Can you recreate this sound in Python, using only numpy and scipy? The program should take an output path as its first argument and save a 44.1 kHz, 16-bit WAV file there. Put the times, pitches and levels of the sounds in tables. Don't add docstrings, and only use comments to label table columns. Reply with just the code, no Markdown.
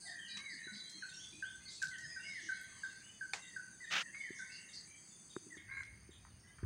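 import sys
import numpy as np
from scipy import signal
from scipy.fft import rfft, irfft, next_fast_len
from scipy.io import wavfile

SR = 44100
rng = np.random.default_rng(int(sys.argv[2]) if len(sys.argv) > 2 else 0)


def wrap_up_sound(samples):
    columns = np.atleast_2d(samples).T
    tamed = np.clip(columns, -1, 1)
    steps = np.round(tamed * 32767).astype(np.int16)
    wavfile.write(sys.argv[1], SR, steps)


N = 293265
TIME = np.arange(N) / SR
YARD_S = 5.575
FLUTTER_DB, FLUTTER_PER_S = 3, 140
RASP_SPREAD = 0.1314


def from_db(db):
    return 10 ** (np.asarray(db) / 20)


def rms_one(x):
    return x / np.sqrt(np.mean(x ** 2) + 1e-20)


def add(out, start_s, sound):
    start = int(start_s * SR)
    out[start:start + len(sound)] += sound[:N - start]


def band(x, low_hz, high_hz, order=2):
    sos = signal.butter(order, [low_hz, high_hz], "band", fs=SR, output="sos")
    return signal.sosfilt(sos, x)


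def drift(rate_per_s, count=N):
    steps = np.arange(count) * rate_per_s / SR
    knots = int(steps[-1]) + 2
    return np.interp(steps, np.arange(knots), rng.standard_normal(knots))


def coloured(spectrum):
    curve_hz, curve_db = np.transpose(spectrum)
    size = next_fast_len(N)
    bin_hz = np.arange(size // 2 + 1) * SR / size
    gain = from_db(np.interp(np.log(bin_hz + 1), np.log(curve_hz), curve_db))
    return rms_one(irfft(rfft(rng.standard_normal(size)) * gain, size)[:N])


def noise_band(low_hz, high_hz, order=2):
    return rms_one(band(rng.standard_normal(N), low_hz, high_hz, order=order))


def ring(force, hz, t60_s):
    radius = from_db(-60 / (t60_s * SR))
    angle = 2 * np.pi * hz / SR
    poles = [1, -2 * radius * np.cos(angle), radius * radius]
    return signal.lfilter([0, np.sin(angle)], poles, force + 1e-18)


def envelope(start_s, attack_s, hold_s, release_s):
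    corners_s = np.cumsum([0, attack_s, hold_s, release_s])
    return np.interp(TIME - start_s, corners_s, [0, 1, 1, 0])


def garden(x, wet_db, t60_s, echoes_per_s=900):
    t = TIME[:SR]
    present = (rng.random(SR) < echoes_per_s / SR) * (t > .012)
    echoes = rng.standard_normal(SR) * present * np.exp(-np.log(1000) * t / t60_s)
    wet = signal.fftconvolve(x, echoes / np.sqrt(np.sum(echoes ** 2)))[:N]
    return x + from_db(wet_db) * wet


def far_off(x, direct_db, t60_s):
    return from_db(direct_db) * garden(x, wet_db=-direct_db, t60_s=t60_s, echoes_per_s=2000)


def slur(length_s, start_hz, middle_hz, end_hz, waver, edge, harmonics=((1, 0),), swell_db=0,
         wavers_per_s=250):
    u = np.linspace(0, 1, int(length_s * SR))
    glide = np.polyfit([0, .5, 1], [start_hz, middle_hz, end_hz], 2)
    hz = np.polyval(glide, u) * (1 + waver * drift(wavers_per_s, count=len(u)))
    phase = 2 * np.pi * np.cumsum(hz) / SR
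    tone = sum(from_db(db) * np.sin(k * phase) for k, db in harmonics)
    strength = from_db(swell_db * u + FLUTTER_DB * drift(FLUTTER_PER_S, count=len(u)))
    return rms_one(tone * strength * signal.windows.tukey(len(u), edge))


def notes(table, **voice):
    out = np.zeros(N)
    for start_s, length_s, start_hz, middle_hz, end_hz, level_db in table:
        add(out, start_s, from_db(level_db) * slur(length_s, start_hz, middle_hz, end_hz, **voice))
    return out


def rasp(length_s, centre_hz, width_hz):
    size = int(length_s * SR)
    hz = centre_hz + 0.837 * width_hz * drift(900, count=size)
    tone = np.sin(2 * np.pi * np.cumsum(hz) / SR) * signal.windows.tukey(size, .5)
    return rms_one(band(tone, centre_hz - width_hz, centre_hz + width_hz))


def air():
    # centre_hz, level_db_per_hz
    air_colour = [(25, -14), (50, -23), (90, -1.5), (140, 0.5), (190, 4.5), (250, -4.5), (340, -5),
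                  (520, -14.5), (1000, -14.5), (1700, -13), (3000, -19), (5500, -32), (11000, -38.5),
                  (13500, -39.5), (15300, -34)]
    # peak_s, half_length_s (to 1/e), level_db
    low_swells = [(1.797, 0.55, -76), (6.6, 0.029, -51.5)]
    # start_s, length_s, centre_hz, level_db
    low_notes = [(.33, 0.082, 198.8, -64), (0.521, 0.064, 284, -68), (0.708, 0.081, 207, -59),
                 (0.936, 0.075, 300, -67.5), (1.301, 0.12, 319, -67.5), (1.5, 0.048, 176, -73),
                 (1.84, 0.058, 147, -64.5), (2.02, 0.071, 139.1, -63), (2.42, 0.086, 329, -66.5),
                 (5.381, 0.27, 312.4, -68.5), (6.631, 0.0268, 101, -37.5)]
    terrace_breeze_db, yard_breeze_db = -81.5, -64
    rumble_db, rumble_fade_db_per_s = -80.5, 5

    flow = from_db(np.where(TIME < YARD_S, terrace_breeze_db, yard_breeze_db))
    for peak_s, half_length_s, level_db in low_swells:
        flow = flow + from_db(level_db) * np.exp(-((TIME - peak_s) / half_length_s) ** 2)
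    low_noise = flow * from_db(4.0 * drift(15)) * noise_band(56, 116, order=3)

    bumps_and_thump = notes([(start_s, length_s, hz, hz, hz, db) for start_s, length_s, hz, db in low_notes],
                            waver=0.11, edge=0.47)
    lumps_db = 5.6 * drift(12)
    rumble = from_db(rumble_db - rumble_fade_db_per_s * TIME + lumps_db) * noise_band(150, 350, order=3)
    return from_db(-68) * coloured(air_colour) + low_noise + rumble + bumps_and_thump


def insects():
    # centre_hz, width_hz, level_db, throbs_per_s, throb_depth (0-1), yard_change_db
    choirs = [(4675, 480, -71, 2.7, 0.41, -6), (6225, 207, -66, 27, 0.11, -9),
              (6537, 300, -68, 20, 0.4, -9.5), (7884, 260, -71.5, 9.5, 0.75, -17),
              (7480, 580, -77, 3.5, 0.3, -18), (9076, 700, -66, 40, 0.24, -5)]
    out = np.zeros(N)
    in_yard = np.clip((TIME - YARD_S) / 0.02, 0, 1)
    for centre_hz, width_hz, level_db, throbs_per_s, depth, yard_change_db in choirs:
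        rate_per_s = throbs_per_s * (1 + .7 * drift(18))
        beat = np.sin(2 * np.pi * np.cumsum(rate_per_s) / SR)
        throb = (1 + depth * beat) * from_db(0.56 * drift(9))
        choir = noise_band(centre_hz - width_hz / 2, centre_hz + width_hz / 2)
        out += from_db(level_db + yard_change_db * in_yard) * throb * choir
    return band(out, 4160, 9520, order=10)


def flock(low_hz, high_hz, spread_db, count):
    out = np.zeros(N)
    for k, (when, pitch, length, glide, strength) in enumerate(rng.random((count, 5))):
        hz = low_hz * (high_hz / low_hz) ** pitch
        bend = 0.206 * (glide - .5)
        call = slur(0.0305 + 0.0509 * length, hz * (1 - bend), hz, hz * (1 + bend), waver=0.017, edge=0.95)
        add(out, (k + when) / count * TIME[-1], from_db(spread_db * strength) * call)
    return rms_one(far_off(out, direct_db=-25.5, t60_s=0.49))


def chorus(low_voices_db=-14):
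    # time_s, level_db
    loudness = [(0.0, -74.5), (1.84, -77), (2.11, -70.5), (2.59, -71), (3.64, -91.5), (4.3, -73.5),
                (5.1, -94.5), (6.6, -89.5)]
    mean_db, swing_share = -73.5, 0.57
    curve_db = np.interp(TIME, *np.transpose(loudness))
    level_db = mean_db + swing_share * (curve_db - curve_db.mean())
    high_voices = flock(1650, 5200, spread_db=10.5, count=380)
    low_voices = flock(512, 1487, spread_db=4.5, count=70)
    return from_db(level_db) * (high_voices + from_db(low_voices_db) * low_voices)


def handling():
    # start_s, level_db, hardness (0-1)
    hand_knocks = [(0.669, -43.5, 0.13), (4.305, -35, .05), (5.3656, -32, 1), (5.466, -42, .03),
                   (5.57, -49, 0.8), (6.091, -43, .03), (6.63, -33.5, .03)]
    # mode_hz, level_db, t60_s
    case_modes = [(239, -20.5, 0.021), (370, 0.5, 0.03), (1210, -4.5, 0.0072), (1490, -2, 0.0056)]
    # start_s, attack_s, hold_s, release_s, level_db, hiss_db (relative to the grain)
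    rubs = [(3.901, 0.026, 0.052, 0.053, -36, -32), (3.995, 0.01, 0.011, 0.018, -43.5, -7.5)]
    # centre_hz, level_db_per_hz
    rub_colour = [(59, -54), (100, -38), (184, -10), (248, -22.5), (654, -13), (1090, -13), (1340, -1.5),
                  (2000, -3), (2870, -0.5), (4560, -13.5), (6260, -13), (8230, -28), (9340, -29),
                  (10800, -52), (15500, -36)]

    force = np.zeros(N)
    for start_s, level_db, hardness in hand_knocks:
        contact = signal.windows.hann(int(SR * 0.0023 * (1.08 - hardness)) + 3)
        add(force, start_s - .001, from_db(level_db) * contact / contact.sum())
    knocks = sum(from_db(db) * ring(force, hz, t60_s) for hz, db, t60_s in case_modes)

    scuff = np.zeros(N)
    for start_s, attack_s, hold_s, release_s, level_db, hiss_db in rubs:
        grain = coloured(rub_colour) + from_db(hiss_db) * noise_band(4000, 6700, order=3)
        strength = from_db(level_db + 1.8 * drift(500))
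        scuff += envelope(start_s, attack_s, hold_s, release_s) * strength * grain
    return band(knocks, 128, 1900, order=3) + scuff


def ticks():
    # start_s, level_db (before trim), centre_hz, t60_s
    snaps = [(0.371, -42, 5400, .045), (0.371, -43, 2870, 0.047), (0.751, -58, 2960, 0.047),
             (.895, -52.5, 6900, 0.12), (.905, -70, 13150, 0.057), (1.246, -57, 3750, .025),
             (1.816, -50.5, 6845, 0.14), (1.826, -35, 6700, .025), (1.825, -66, 13000, 0.056),
             (1.8245, -46, 2950, 0.066), (1.8433, -49, 3800, 0.014), (1.8712, -38.5, 5550, 0.0089),
             (1.883, -46, 6700, 0.036), (1.9834, -50.5, 6300, 0.091), (2.614, -52, 10900, 0.012),
             (4.146, -45, 2000, 0.057), (4.384, -56, 6200, 0.14), (5.834, -49.5, 4900, 0.02),
             (6.25, -48.5, 1410, 0.026), (6.288, -68, 1400, 0.042), (6.584, -53, 1650, 0.08),
             (6.631, -54.5, 1560, 0.13)]
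    trim_db = -2.5
    out, t = np.zeros(N), TIME[:SR // 8]
    for start_s, level_db, hz, t60_s in snaps:
        crackle = rng.standard_normal(len(t)) * from_db(3.1 * drift(700, count=len(t)))
        burst = rms_one(band(crackle, hz * 0.64, hz * 1.22, order=3))
        add(out, start_s, from_db(level_db + trim_db) * burst * np.exp(-np.log(1000) * t / t60_s))
    return garden(out, wet_db=-4.5, t60_s=0.13)


def click(tail_db=-42.0, tail_t60_s=0.21):
    # start_s, level_db
    impacts = [(3.3345, -29), (3.3362, -33.5), (3.3422, -46)]
    # mode_hz, level_db, t60_s
    part_modes = [(780, -15.5, 0.071), (1450, -9, .025), (2210, -0.5, 0.017), (2510, -4, 0.018),
                  (3600, -8, 0.016), (4480, -6, 0.015), (5830, -14, 0.013), (7100, -15, 0.013),
                  (8800, -9.5, 0.006)]
    # centre_hz, level_db_per_hz
    tail_colour = [(180, -44), (300, -17), (821, -0.5), (1300, -6), (2040, -0.5), (2400, -7), (7020, -7),
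                   (9290, -19), (10400, -37), (15500, -39)]

    hits = np.zeros(N)
    for start_s, level_db in impacts:
        add(hits, start_s, from_db([level_db]))
    body = np.zeros(N)
    for k, (hz, level_db, t60_s) in enumerate(part_modes):
        body += from_db(level_db) * (-1) ** k * ring(hits, hz, t60_s)

    since_s = TIME - impacts[0][0]
    decay = (since_s > 0) * np.exp(-np.log(1000) * abs(since_s) / tail_t60_s)
    return body + from_db(tail_db) * decay * coloured(tail_colour)


def crow():
    # start_s, length_s, start_hz, middle_hz, end_hz, level_db (before hoarseness and filtering)
    caw_notes = [(5.385, 0.169, 518, 550, 514, -51.5), (5.672, 0.182, 509.6, 544.3, 501, -49.5)]
    # harmonic_number, level_db
    caw_harmonics = [(2, -14.5), (3, -4), (4, 0), (5, -24)]
    hoarseness, echo_db = .62, -6.5
    caws = notes(caw_notes, waver=0.031, edge=0.37, harmonics=caw_harmonics, wavers_per_s=660)
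    caws = caws * (1 + hoarseness * drift(560))
    direct = band(caws, 1100, 2330, order=3)
    echoes = far_off(band(caws, 1670, 2840), direct_db=-22, t60_s=0.68)
    return (direct + from_db(echo_db) * echoes) * (TIME > YARD_S)


def buzz(length_s=0.075, centre_hz=4600, width_hz=610, pulses_per_s=210, jitter=0.25):
    size = int(length_s * SR)
    cycle = np.cumsum(pulses_per_s * (1 + jitter * drift(300, count=size))) / SR % 1
    hz = centre_hz + width_hz * (1 - 2 * cycle + 0.28 * drift(398, count=size))
    pips = np.sin(np.pi * cycle) ** 2 * np.sin(2 * np.pi * np.cumsum(hz) / SR)
    return rms_one(pips * signal.windows.tukey(size, .4))


def rasps():
    # start_s, level_db
    buzz_notes = [(0, -61), (0.064, -60.5), (0.271, -58.5), (0.489, -57.5), (0.722, -59), (4.507, -58.5),
                  (4.725, -55.5)]
    # start_s, length_s, centre_hz, level_db
    scold_notes = [(0, 0.08, 9000, -59.5), (.72, 0.15, 7100, -74), (1.14, 0.13, 6310, -63.5),
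                   (1.687, 0.085, 5400, -64), (1.69, 0.094, 7250, -63.5), (1.711, 0.22, 4320, -63.5),
                   (1.925, 0.048, 3100, -62.5), (2.274, 0.085, 7100, -75), (2.298, 0.34, 4300, -68.5),
                   (2.32, 0.19, 3090, -69), (2.397, 0.1, 6170, -61.5), (2.627, 0.15, 2730, -82),
                   (2.761, 0.29, 4570, -68.5), (4.339, 0.087, 6260, -62), (4.501, 0.18, 5700, -81),
                   (4.725, 0.043, 5940, -64), (5.569, 0.024, 3410, -65), (5.752, 0.082, 7000, -73),
                   (6.107, 0.076, 3480, -69.5)]
    # start_s, length_s, pitch_hz, level_db
    low_calls = [(0.026, 0.099, 722, -69.5), (0.362, 0.054, 1128, -66), (2.658, 0.25, 1129, -75.5)]

    buzzes, scolds = np.zeros((2, N))
    for start_s, level_db in buzz_notes:
        add(buzzes, start_s, from_db(level_db) * buzz())
    for start_s, length_s, hz, level_db in scold_notes:
        add(scolds, start_s, from_db(level_db) * rasp(length_s, hz, RASP_SPREAD * hz))
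    scolds = band(scolds, 2000, 9500, order=8)
    low = notes([(start_s, length_s, hz, hz, hz, db) for start_s, length_s, hz, db in low_calls],
                waver=0.082, edge=0.4)
    return garden(buzzes, wet_db=-1, t60_s=0.22) + garden(scolds + low, wet_db=-1.0, t60_s=0.32)


def chirps(table, waver, waver_per_octave=0.048, arch_octaves=.025, arch_share=.15):
    out = np.zeros(N)
    for start_s, length_s, hz, glide_octaves, level_db in table:
        arch = arch_octaves + arch_share * abs(glide_octaves)
        start_hz, end_hz = hz * 2 ** (np.array([-glide_octaves, glide_octaves]) / 2 - arch)
        roughness = waver + waver_per_octave * abs(glide_octaves)
        chirp = slur(length_s, start_hz, hz, end_hz, waver=roughness, edge=0.31, wavers_per_s=400)
        add(out, start_s, from_db(level_db) * chirp)
    return out


def tsips():
    # start_s, level_db
    tsip_notes = [(.062, -59), (1.09, -58), (2.835, -63), (3.42, -58.5), (3.839, -60.5), (4.685, -63),
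                  (5.299, -61), (5.564, -70), (6.105, -68)]
    end_length_s, end_hz, end_db = 0.039, 3360, -10.5
    out = np.zeros(N)
    for start_s, level_db in tsip_notes:
        tsip = slur(0.02, 3820, 3720, 3560, waver=.012, edge=.5, harmonics=((1, 0.25), (2, -1.1)))
        ending = rasp(end_length_s, end_hz, RASP_SPREAD * end_hz)
        add(out, start_s, from_db(level_db) * tsip)
        add(out, start_s + 0.0096, from_db(level_db + end_db) * ending)
    return out


def small_birds():
    # start_s, length_s, middle_hz, glide_octaves, level_db
    near_chirps = [(0.18, 0.1, 3106, -0.21, -59.5), (0.287, 0.054, 2420, -0.086, -65),
                   (.85, 0.26, 4245, 0.11, -61), (0.96, .15, 5590, 0.0026, -75),
                   (0.998, 0.064, 2500, -0.064, -74.5), (1.115, 0.049, 2760, 0.12, -68.5),
                   (1.325, 0.036, 2480, 0.046, -64), (1.672, 0.039, 4810, 0.12, -59),
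                   (2.02, 0.15, 5060, -0.13, -61), (2.051, 0.059, 6680, 0.047, -64),
                   (2.2, .2, 5700, -0.076, -78), (2.225, 0.1, 5085, 0.099, -60),
                   (2.285, 0.061, 3750, 0.044, -68.5), (2.984, 0.047, 2560, -0.12, -78),
                   (4.205, 0.081, 3100, 0.07, -69.5), (5.078, 0.051, 6970, .09, -67.5),
                   (5.535, 0.032, 5640, -0.034, -81), (5.712, 0.07, 4045, 0.082, -69.5),
                   (6.423, 0.098, 2015, 0.084, -72.5), (6.441, 0.047, 1653, -0.0041, -75)]
    far_chirps = [(.07, 0.088, 1800, -.1, -54), (.57, 0.0654, 1886, -0.19, -53),
                  (0.749, 0.075, 3650, 0.35, -66), (1.59, 0.12, 2100, 0.049, -68.5),
                  (2.43, 0.066, 1880, -0.194, -61), (2.5, 0.06, 4080, 0.094, -62.5),
                  (2.55, 0.086, 3330, -0.03, -68), (2.69, 0.086, 3210, -0.2, -71.5),
                  (2.85, 0.18, 1900, -0.24, -74), (3.36, 0.21, 1998, -0.18, -62),
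                  (4.37, 0.059, 3610, 0.14, -67.5), (4.49, 0.12, 2766, 0.094, -59.5),
                  (4.87, 0.059, 2340, -0.0073, -64), (4.89, 0.11, 3190, 0.15, -75)]
    # start_s, length_s, pitch_hz, level_db
    held_whistles = [(0, 0.51, 1604, -64), (0.283, 0.15, 3915, -53.5), (0.615, 0.28, 3962, -57),
                     (0.831, 0.18, 3233, -66.5), (1.132, 0.078, 5580, -58), (1.25, 0.146, 3500, -77),
                     (1.649, 0.056, 4400, -56.5), (3.38, 0.09, 2750, -67.5), (5.105, 0.069, 3520, -71),
                     (6.386, 0.13, 5500, -78)]
    # start_s, length_s, start_hz, middle_hz, end_hz, level_db
    rising_whistles = [(1.178, 0.084, 2832, 3400, 3414, -58.5), (1.432, 0.072, 2790, 3350, 3640, -60.5),
                       (2.19, .078, 2720, 2800, 2980, -60), (3.015, 0.1, 2674, 2970, 2915, -66.5)]
    harsh_cries = [(1.678, .058, 4340, 3745, 3270, -59.5)]

    pipes = notes([(start_s, length_s, hz, hz, hz, db) for start_s, length_s, hz, db in held_whistles],
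                  waver=0.0077, edge=0.26)
    rising = notes(rising_whistles, waver=0.017, edge=0.33, swell_db=11.5, wavers_per_s=450)
    cry = notes(harsh_cries, waver=0.06, edge=0.28, swell_db=-8, wavers_per_s=870)
    near = garden(chirps(near_chirps, waver=0.0062) + rising + cry, wet_db=1, t60_s=0.5)
    far = far_off(chirps(far_chirps, waver=.02), direct_db=-4, t60_s=0.56)
    held = garden(pipes, wet_db=-4, t60_s=0.81)
    return near + far + held + garden(tsips(), wet_db=0.0, t60_s=0.5)


def whistler():
    # after_s, length_s, start_hz, middle_hz, end_hz, level_db (relative to the phrase)
    phrase = [(0, 0.06, 2000, 1932, 1690, -4), (0.067, 0.098, 1780, 1887, 1735, -3),
              (.2, 0.11, 1950, 1900, 1560, -13), (0.321, .185, 2040, 2176, 1564, -1.5)]
    # start_s, level_db
    repeats = [(.052, -51.5), (1.908, -49.5), (3.8, -48.5), (5.5, -52)]
    song = []
    for phrase_s, phrase_db in repeats:
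        for after_s, length_s, start_hz, middle_hz, end_hz, level_db in phrase:
            start_s = phrase_s + after_s
            if start_s + length_s / 2 < YARD_S:
                song.append((start_s, length_s, start_hz, middle_hz, end_hz, phrase_db + level_db))
    whistles = notes(song, waver=.014, edge=0.35, swell_db=6)
    return garden(whistles, wet_db=-1.0, t60_s=1.71, echoes_per_s=1800)


def barbet(attack_s=0.002, hold_s=0.031, scoop=.13, settle_s=0.0052, trim_db=1.0):
    # time_s, level_db (before trim), pitch_hz
    toots = [(0.6744, -45, 1473), (1.0252, -40, 1514), (1.4263, -39, 1514), (1.82, -36, 1536),
             (2.162, -39.5, 1511), (2.489, -38, 1515), (2.835, -38.5, 1539), (3.211, -40, 1530),
             (3.564, -40, 1486), (4.393, -42, 1514)]
    # delay_s (before random spread), level_db
    wall_echoes = [(.024, -7.5), (.053, -21)]
    out, t = np.zeros(N), TIME[:SR // 8]
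    shape = (1 - np.exp(-(t / attack_s) ** 2)) * np.exp(-(t / hold_s) ** 2)
    for time_s, level_db, pitch_hz in toots:
        hz = pitch_hz * (1 + scoop * np.exp(-t / settle_s) + 0.019 * drift(194, count=len(t)))
        strength = from_db(level_db + trim_db + FLUTTER_DB * drift(FLUTTER_PER_S, count=len(t)))
        toot = strength * shape * np.sin(2 * np.pi * np.cumsum(hz) / SR)
        add(out, time_s - .0025, toot)
        for delay_s, echo_db in wall_echoes:
            echo_s = delay_s * (1 + 0.12 * rng.standard_normal())
            add(out, time_s + echo_s, from_db(echo_db) * toot)
    return garden(out, wet_db=-5.5, t60_s=0.63, echoes_per_s=1500)


def scene():
    background = air() + insects() + chorus()
    close_by = handling() + ticks() + click()
    birds = crow() + rasps() + small_birds() + whistler() + barbet()
    mono = background + close_by + birds
    return np.array([mono, mono])


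def record(dry, hiss_db=-88, cutoff_hz=15750):
    hiss = from_db(hiss_db) * noise_band(14600, 16500)
    low_pass = signal.ellip(10, .1, 80, cutoff_hz, fs=SR, output="sos")
    return signal.sosfilt(low_pass, dry + hiss)


dry = scene()
out = record(dry)
wrap_up_sound(out)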